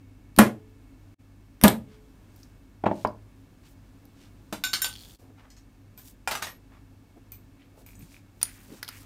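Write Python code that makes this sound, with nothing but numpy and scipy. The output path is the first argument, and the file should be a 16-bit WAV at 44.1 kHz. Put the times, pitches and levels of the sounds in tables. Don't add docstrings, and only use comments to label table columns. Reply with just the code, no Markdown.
import sys
import numpy as np
from scipy import signal
from scipy.fft import rfft, irfft
from scipy.io import wavfile

SR = 44100
rng = np.random.default_rng(int(sys.argv[2]) if len(sys.argv) > 2 else 0)


def int16_out(signal):
    q = np.round(np.clip(np.atleast_2d(signal).T, -1, 1) * 32767)
    wavfile.write(sys.argv[1], SR, q.astype(np.int16))


N = 399105
T = np.arange(N) / SR

# t/s, thud level/dB, bench ring level/dB, steel level/dB, steel colour f/Hz
BLOWS = [(0.387, 3, -7, 0.5, 12900), (0.4607, -25, 0, -45, 4570), (1.637, 3.5, -8.5, 6, 11820),
         (1.6797, -13.5, -17.5, -3, 4580)]
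# lead t/s, level/dB relative to the blow
TICKS_AHEAD = [(.0235, -23), (.0112, -33)]
JOLT_LEVELS = [-20, -11]
# t/s, level/dB, colour f/Hz, ring level/dB
WOOD_KNOCKS = [(2.8385, -11, 700, -13), (2.858, -16.5, 2400, -19), (2.863, -3, 960, -9),
               (2.871, -11.5, 620, -16), (2.907, -34, 1900, 2), (2.913, -14.5, 570, -5.5),
               (3.049, -8.5, 1000, -14), (3.057, -27, 196, -5), (4.5265, -18, 353, -12)]
# t/s, level/dB, colour f/Hz, ring level/dB
DROPPED = [(4.638, -10.5, 3720, -14.5), (4.7322, -10, 4600, -42), (4.7365, -6.5, 4070, -22.5),
           (4.8183, -14, 13300, -11), (4.8442, -8.5, 4100, -25)]
# t/s, level/dB, colour f/Hz, ring level/dB
CLATTER = [(4.526, -21, 976, -13), (6.275, -16.5, 1350, 2.5), (6.311, -17.5, 3030, -22),
           (6.316, -18.5, 1260, -9), (6.352, -19, 1310, -6), (6.42, -28, 2500, -16),
           (6.424, -17.5, 1460, -0.5), (6.447, -27.5, 810, -7), (6.469, -26.5, 1650, -14)]
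# t/s, level/dB, colour f/Hz, ring level/dB
SNAPS = [(2.361, -43, 13600, -28), (2.4313, -38, 6150, -30), (3.072, -36, 4660, -15),
         (4.053, -44.5, 13000, -28), (8.4146, -22.5, 2093, -12), (8.4293, -8.5, 8400, -3.5),
         (8.4519, -31.5, 3100, -24), (8.8286, -18, 1810, -10), (8.8461, -34, 3540, -28.5),
         (8.8791, -25, 3220, -27), (8.8881, -23, 1200, -1.5)]
CLINKS = [(5.5024, -46.5, 5550, -4), (5.5657, -47.5, 5700, -16), (5.9764, -40.5, 14200, -3),
          (7.3193, -43.5, 14680, 9), (7.863, -44.5, 14360, -1.5), (7.9534, -54, 8360, 3),
          (7.9922, -53, 14200, 4), (8.0114, -49, 8870, -16)]
# t/s, level/dB, f/Hz
ROLL_TOUCHES = [(4.9384, -33, 4340), (4.9546, -30, 3250), (4.984, -37, 4300), (5.012, -36, 4300),
                (5.036, -38.5, 3350), (5.055, -38, 3600), (5.097, -44, 3400), (5.1093, -40, 3600),
                (5.1484, -45, 4400)]
# t/s, level/dB
CRACKLES = [(7.596, -55), (7.6161, -61), (7.863, -55), (7.889, -40), (7.9067, -45), (7.933, -46),
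            (7.9524, -50), (8.008, -46), (8.0247, -47), (8.0855, -53), (8.1189, -46), (8.1439, -38),
            (8.166, -37)]
# t/s, half length t/s, level/dB, f/Hz
SQUEAK = (6.51, .045, -54, 12250)

# f/Hz, level/dB, decay t60/s
STEEL_MODES = [(8830, -2.5, 0.012), (9340, -9.5, .04), (11500, -5.5, 0.041), (13170, -9, 0.089)]
BENCH_MODES = [(130.9, -21.5, 0.28), (213.2, 0.5, 0.15), (289.3, -10.5, 0.15), (400, -10, 0.074),
               (430, -41, 1.3), (495, -11.5, 0.09), (600, -21.5, 0.12), (793, -23.5, 0.098)]
JOLT_MODES = [(55, -2, 0.056), (74, -2.5, 0.09)]
WOOD_MODES = [(105.4, -25.5, 0.71), (209.6, -10.5, 0.11), (305.8, 0.5, 0.022), (480, -24, 0.021),
              (622, -5.5, 0.024), (860, -5, 0.018)]
TOOL_MODES = [(1523, -6.5, 0.11), (2390, -38, 0.056), (3744, -5.5, 0.044), (4620, -20.5, 0.084),
              (5430, -13.5, 0.14), (6450, -15, 0.15), (7200, -13, 0.18), (8700, -12.5, 0.12),
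              (9580, -10.5, 0.14), (11800, -6, 0.042), (12880, -24, 0.06), (14430, -11, 0.05)]
ROLL_MODES = [(3400, 0, .005), (4380, -2, .005)]
CLATTER_MODES = [(855, -12.5, 0.027), (1452, -3.5, 0.0062), (2385, -21, 0.03)]
CATCH_MODES = [(934, -19.5, 0.011), (2790, -25, 0.017), (9900, 5.5, 0.0052)]
BITS_MODES = [(2400, -17, .03), (4400, -24, .02), (6100, -19, .025), (6800, -19, .02), (7800, -18, .025),
              (8800, -19, .015), (12600, -21, .015), (14000, -12, .015), (15300, -19, .02)]

# f/Hz, relative level per hertz/dB
STEEL_CRACK = [(500, -13), (3000, -0.5), (6000, -5.5), (12000, 2.5), (16000, -10)]
BLOW_CRACK = [(30, -27), (200, -7), (450, -10), (1000, -14), (2200, -20.5), (5000, -33.5), (12500, -34),
              (16000, -50)]
WOOD_CRACK = [(60, -14), (600, -2), (1200, -11), (2600, -25), (5000, -43), (16000, -65)]
TOOL_CRACK = [(100, -10.5), (400, -14.5), (1500, -5), (3800, -7.5), (8000, -12), (16000, -13)]
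CLATTER_CRACK = [(150, -19), (400, -8), (1200, -5), (3500, -8), (16000, -18)]
SNAP_CRACK = [(400, -9), (1500, -7.5), (3000, -8.5), (5000, 3.5), (8000, -13), (11000, -3.5), (16000, -6)]
BITS_CRACK = [(800, -10.5), (2400, -8), (5000, -15), (8000, -17), (10500, -18.5), (14000, -17.5),
              (16000, -44)]

# t/s, half length t/s, level/dB, colour f/Hz
RUSTLES = [(1.935, 0.047, -61, 1840), (2.397, 0.067, -63.5, 4970), (3.0, 0.084, -56, 3500),
           (3.662, 0.027, -58, 2460), (3.7, 0.039, -63, 10970), (4.229, 0.055, -58, 2600),
           (5.048, 0.14, -53.5, 7300), (5.262, 0.067, -57.5, 396), (5.399, 0.02, -53.5, 1020),
           (5.449, 0.037, -58.5, 870), (6.008, 0.027, -55.5, 7150), (6.08, 0.041, -50, 11400),
           (6.753, 0.044, -57.5, 980), (7.176, 0.017, -49.5, 331), (7.786, 0.038, -54, 420),
           (7.802, 0.031, -59.5, 8000), (7.914, 0.044, -59.5, 8050), (8.022, 0.038, -45.5, 164),
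           (8.046, 0.038, -60.5, 4940), (8.136, 0.053, -56, 4680), (8.498, 0.073, -56.5, 4940),
           (8.59, 0.16, -57, 8950), (8.725, 0.031, -41.5, 246), (8.756, 0.061, -54.5, 4560),
           (8.931, 0.62, -59.5, 1190), (8.972, 0.071, -51, 7660)]
SCRAPES = [(7.625, 0.043, -62.5, 2400), (8.485, 0.042, -50.5, 1950), (8.59, 0.057, -60, 2000),
           (8.935, 0.048, -50, 2000)]

BEAT_LEVELS = [-56.5, -65.5, -70.5]
# start t/s, a tick t/s, a hum crest t/s, beat f/Hz
SECTIONS = [(0, .086, .08, 1.95), (1.17, 1.26, 3.35, 1.95), (5.18, 5.201, 7.43, 1.9)]
SECTION_GAINS = [-0.5, -2.5, -2.5]
# start t/s, fade-out t/s, hold t/s, depth level/dB
DIPS = [(1.143, 0.0067, 0.031, -33), (5.152, 0.022, 0.0093, -17)]

# f/Hz, relative level per hertz/dB
AIR = [(12, -42), (20, -9), (101, -2), (158, -8), (261, -8), (443, -18.5), (1150, -24), (1470, -27),
       (1650, -26), (1890, -31.5), (2650, -31.5), (15800, -40)]
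# t/s, level/dB
AIR_LEVEL = [(0, -58.5), (1.2, -56.5), (2.4, -53), (2.7, -55.5), (5.1, -52), (5.3, -56), (9.05, -54.5)]
# f/Hz, bandwidth f/Hz, level/dB
AIR_PEAKS = [(271.2, 21, -58.5), (1760, 71, -79.5), (2210, 45, -77.5), (2640, 74, -79.5)]
# f/Hz, level/dB
RUMBLE = [(36.4, -64), (47.6, -61), (49.3, -60)]
# f/Hz, decay t60/s
ROOM_T60 = [(60, 0.53), (200, 0.35), (1000, .2), (4000, .19), (12000, 0.19)]

THUD_HZ, STEEL_RING_DB = 223, -18
SWELL_AHEAD_S, SWELL_DB = .009, -12
MODE_SPREAD_DB = 2.5
ROLL_START_S, ROLL_STOP_S, ROLL_SETTLE_S = 4.91, 5.18, 0.22
ROLL_START_DB, ROLL_STEADY_DB = -46.5, -65
CRACKLE_HZ, SHORT_T60_S = 2400, .009
RUSTLE_OCTAVES_AT_1K, RUSTLE_WIDENS = 2.07, 0.38
HUM_HZ, TICK_S, TICK_DB = 100.1, .1024, -68.5
FADE_IN_S = .021
MIC_DIP_HZ, MIC_DIP_SHARE, CUTOFF_HZ = 10500, .3, 16800


def hammer():
    steel = [(s, steel_db, hz, STEEL_RING_DB) for s, _, _, steel_db, hz in BLOWS]
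    thuds = [(s, thud_db, THUD_HZ, ring_db) for s, thud_db, ring_db, *_ in BLOWS]
    ticks = [(s - ahead_s, db + below_db, hz, ring_db)
             for s, db, hz, ring_db in steel[::2] for ahead_s, below_db in TICKS_AHEAD]
    low_swells = [(s - SWELL_AHEAD_S, db + SWELL_DB, hz, ring_db) for s, db, hz, ring_db in thuds[::2]]
    jolts = np.zeros(N)
    for (s, *_), jolt_db in zip(BLOWS[::2], JOLT_LEVELS):
        jolts[round(s * SR)] = from_db(jolt_db)
    return (hits(steel, STEEL_MODES, STEEL_CRACK, .0035, .001, 5.0, room_db=-11.5)
            + hits(ticks, STEEL_MODES, TOOL_CRACK, .001, .0003, 1.5, room_db=-3, size=4096)
            + hits(thuds, BENCH_MODES, BLOW_CRACK, .014, .009, 1.3, room_db=-6, ring_in_room_db=-14,
                   split_share=.004, size=32768)
            + hits(low_swells, [], WOOD_CRACK, .008, .012, 30, room_db=-20, size=4096)
            + sum(from_db(db) * ring(jolts, hz, t60) for hz, db, t60 in JOLT_MODES))


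def wood_knocks():
    return hits(WOOD_KNOCKS, WOOD_MODES, WOOD_CRACK, .0065, .0012, 9.8, room_db=-10.5,
                ring_in_room_db=2.0, size=32768)


def dropped_tool():
    return hits(DROPPED, TOOL_MODES, TOOL_CRACK, .0026, .001, 8.7, room_db=-1.5,
                ring_in_room_db=0.0, split_share=.007)


def rolling():
    at = np.cumsum(rng.uniform(.002, .012, 3000) * SR).astype(int)
    at = at[at < N]
    ticking = 0
    for hz, level_db, t60 in ROLL_MODES:
        clicks = np.zeros(N)
        clicks[at] = from_db(level_db + rng.normal(0, 6, len(at)))
        ticking = ticking + ring(np.diff(clicks, prepend=0), hz, t60)
    settling = np.exp(-np.abs(T - ROLL_START_S) / ROLL_SETTLE_S)
    level_db = ROLL_STEADY_DB + (ROLL_START_DB - ROLL_STEADY_DB) * settling
    active = (T > ROLL_START_S) & (T < ROLL_STOP_S)
    dry = from_db(level_db) * active * rms_one(ticking)
    return with_room(dry) + short_rings(ROLL_TOUCHES)


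def clatter():
    return hits(CLATTER, CLATTER_MODES, CLATTER_CRACK, .0068, .00033, 4.9, room_db=-1.0)


def snaps():
    return hits(SNAPS, CATCH_MODES, SNAP_CRACK, .0036, .0011, 11.9, room_db=-12.5)


def clinks():
    return hits(CLINKS, BITS_MODES, BITS_CRACK, .0064, .00044, 13.8, room_db=4.0)


def crackles():
    return short_rings([(s, db, CRACKLE_HZ) for s, db in CRACKLES])


def squeak():
    s, half_s, level_db, hz = SQUEAK
    tone = rms_one(ring(rng.standard_normal(N), hz, 0.032))
    return from_db(level_db) * tone * np.exp(-((T - s) / half_s) ** 2)


def rustle():
    def brush_octaves(hz):
        return max(RUSTLE_OCTAVES_AT_1K + RUSTLE_WIDENS * np.log2(hz / 1000), .5)
    return swells(RUSTLES, brush_octaves, grain_db=2) + swells(SCRAPES, lambda hz: 1, grain_db=3)


def hum_and_ticks():
    _, tick, crest, beat = np.transpose(SECTIONS)
    section = section_index()
    since = T - crest[section]
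    hum = sum(from_db(level_db) * np.sqrt(2) * np.cos(2 * np.pi * (HUM_HZ - k * beat[section]) * since)
              for k, level_db in enumerate(BEAT_LEVELS))
    pulse = np.exp(-((T - tick[section] + .001) % TICK_S) / .0012)
    bright = noise([(9000, -32.0), (12500, -4.0), (15800, 2.5)], N)
    return hum + from_db(TICK_DB) * pulse * bright


def room_tone():
    s, level = np.transpose(AIR_LEVEL)
    out = from_db(np.interp(T, s, level)) * noise(AIR, N)
    for hz, width_hz, level_db in AIR_PEAKS:
        t60 = np.log(1000) / (np.pi * width_hz)
        out += from_db(level_db) * rms_one(ring(rng.standard_normal(N), hz, t60))
    for hz, level_db in RUMBLE:
        out += from_db(level_db) * np.sqrt(2) * np.sin(2 * np.pi * (hz * T + rng.random()))
    return out


def hits(events, modes, crack, crack_s, rise_s, hump_db, room_db, ring_in_room_db=-5, split_share=.0065, size=12288):
    out = np.zeros(N + 60000)
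    t = np.arange(size) / SR
    for (s, peak_db, hump_hz, ring_db), tail in zip(events, room_tails(count=len(events))):
        burst = .5 * noise(crack, size, hump_hz, hump_db, 0.35) * np.exp(-t / crack_s)
        burst *= 1 - np.exp(-4 * t / rise_s)
        rings = 0
        for (hz, level_db, t60), (chance, turn, split) in zip(modes, rng.normal(0, 1, (len(modes), 3))):
            favour_db = hump(hz, hump_hz, hump_db, 0.69) + MODE_SPREAD_DB * chance
            strength = from_db(level_db + ring_db + favour_db)
            partner_hz = hz * (1 + split_share * split)
            pair = np.sin(2 * np.pi * hz * t + turn) + .7 * np.sin(2 * np.pi * partner_hz * t + turn)
            rings = rings + strength * pair * from_db(-60 * t / t60)
        rings = rings * (1 - np.exp(-t / rise_s))
        sent = burst + from_db(ring_in_room_db) * rings
        heard = from_db(room_db) * signal.fftconvolve(sent, tail)
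        heard[:size] += burst + rings
        at = round(s * SR)
        out[at:at + len(heard)] += from_db(peak_db) * heard
    return out[:N]


def short_rings(rows):
    dry = np.zeros(N)
    t = np.arange(2048) / SR
    for s, peak_db, hz in rows:
        at = round(s * SR)
        dry[at:at + len(t)] += from_db(peak_db - 60 * t / SHORT_T60_S) * np.sin(2 * np.pi * hz * t)
    return with_room(dry)


def swells(rows, octaves_at, grain_db):
    size = 32768
    out = np.zeros(N + size)
    t = (np.arange(size) - size // 2) / SR
    for s, half_s, level_db, hz in rows:
        friction = noise([(20, 0), (20000, 0)], size, hz, 40, octaves_at(hz))
        lumps = noise([(20, 0), (120, 0), (300, -40), (20000, -90)], size)
        grainy = rms_one(friction * from_db(grain_db * lumps))
        at = round(s * SR)
        out[at:at + size] += from_db(level_db) * grainy * np.exp(-(t / half_s) ** 2)
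    return out[size // 2:][:N]


def ring(clicks, hz, t60):
    r, w = from_db(-60 / (t60 * SR)), 2 * np.pi * min(hz, 16000) / SR
    return signal.lfilter([0, np.sin(w)], [1, -2 * r * np.cos(w), r * r], clicks + 1e-18)


def noise(spectrum, size, hump_hz=1000, hump_db=0, octaves=1):
    hz = np.fft.rfftfreq(size, 1 / SR) + 1
    gain = from_db(at_hz(spectrum, hz) + hump(hz, hump_hz, hump_db, octaves)) * (hz < 15850)
    return rms_one(irfft(rfft(rng.standard_normal(size)) * gain, size))


def room_tails(count, size=14000):
    t, out = np.arange(size) / SR, 0
    edges = 40 * 2 ** np.arange(0, 8.8, .5)
    white = rng.standard_normal((2, count, size))
    for k, (low, high) in enumerate(zip(edges, edges[1:])):
        band_pass = signal.butter(2, [low, high], "band", fs=SR, output="sos")
        band = signal.sosfilt(band_pass, white[k % 2])
        out = out + band * from_db(-60 * t / at_hz(ROOM_T60, np.sqrt(low * high)))
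    out = out * (1 - np.exp(-t / 0.0027))
    return out / np.sqrt(np.sum(out ** 2, axis=1, keepdims=True))


def with_room(dry):
    return dry + from_db(-10) * signal.fftconvolve(dry, room_tails(count=1)[0])[:N]


def hump(hz, centre_hz, top_db, octaves):
    return top_db * np.exp(-.5 * (np.log2(hz / centre_hz) / octaves) ** 2)


def at_hz(points, hz):
    points_hz, values = np.transpose(points)
    return np.interp(np.log(hz), np.log(points_hz), values)


def from_db(db):
    return 10 ** (np.asarray(db) / 20)


def rms_one(x):
    return x / np.sqrt(np.mean(x ** 2) + 1e-20)


def section_index():
    return np.searchsorted(np.transpose(SECTIONS)[0], T, "right") - 1


def level_course_db():
    gain_db = np.array(SECTION_GAINS)[section_index()]
    for s, fade_s, hold_s, depth_db in DIPS:
        fade_out = np.clip((T - s) / fade_s, 0, 1)
        fade_in = np.clip(1 - (T - s - fade_s - hold_s) / FADE_IN_S, 0, 1) ** 2
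        gain_db = gain_db + depth_db * fade_out * fade_in
    return gain_db


def scene():
    struck = hammer() + wood_knocks() + dropped_tool() + rolling() + clatter() + snaps() + clinks()
    handled = crackles() + squeak() + rustle()
    return (struck + handled + hum_and_ticks() + room_tone())[None]


def record(dry):
    dip_band = [.93 * MIC_DIP_HZ, 1.07 * MIC_DIP_HZ]
    dip = signal.sosfilt(signal.butter(1, dip_band, "band", fs=SR, output="sos"), dry)
    heard = dry - MIC_DIP_SHARE * dip
    held = heard / (1 + np.abs(heard / .9) ** 4) ** (1 / 4)
    levelled = held * from_db(level_course_db())
    return signal.sosfilt(signal.cheby2(12, 70, CUTOFF_HZ, fs=SR, output="sos"), levelled)


dry = scene()
out = record(dry)
int16_out(out)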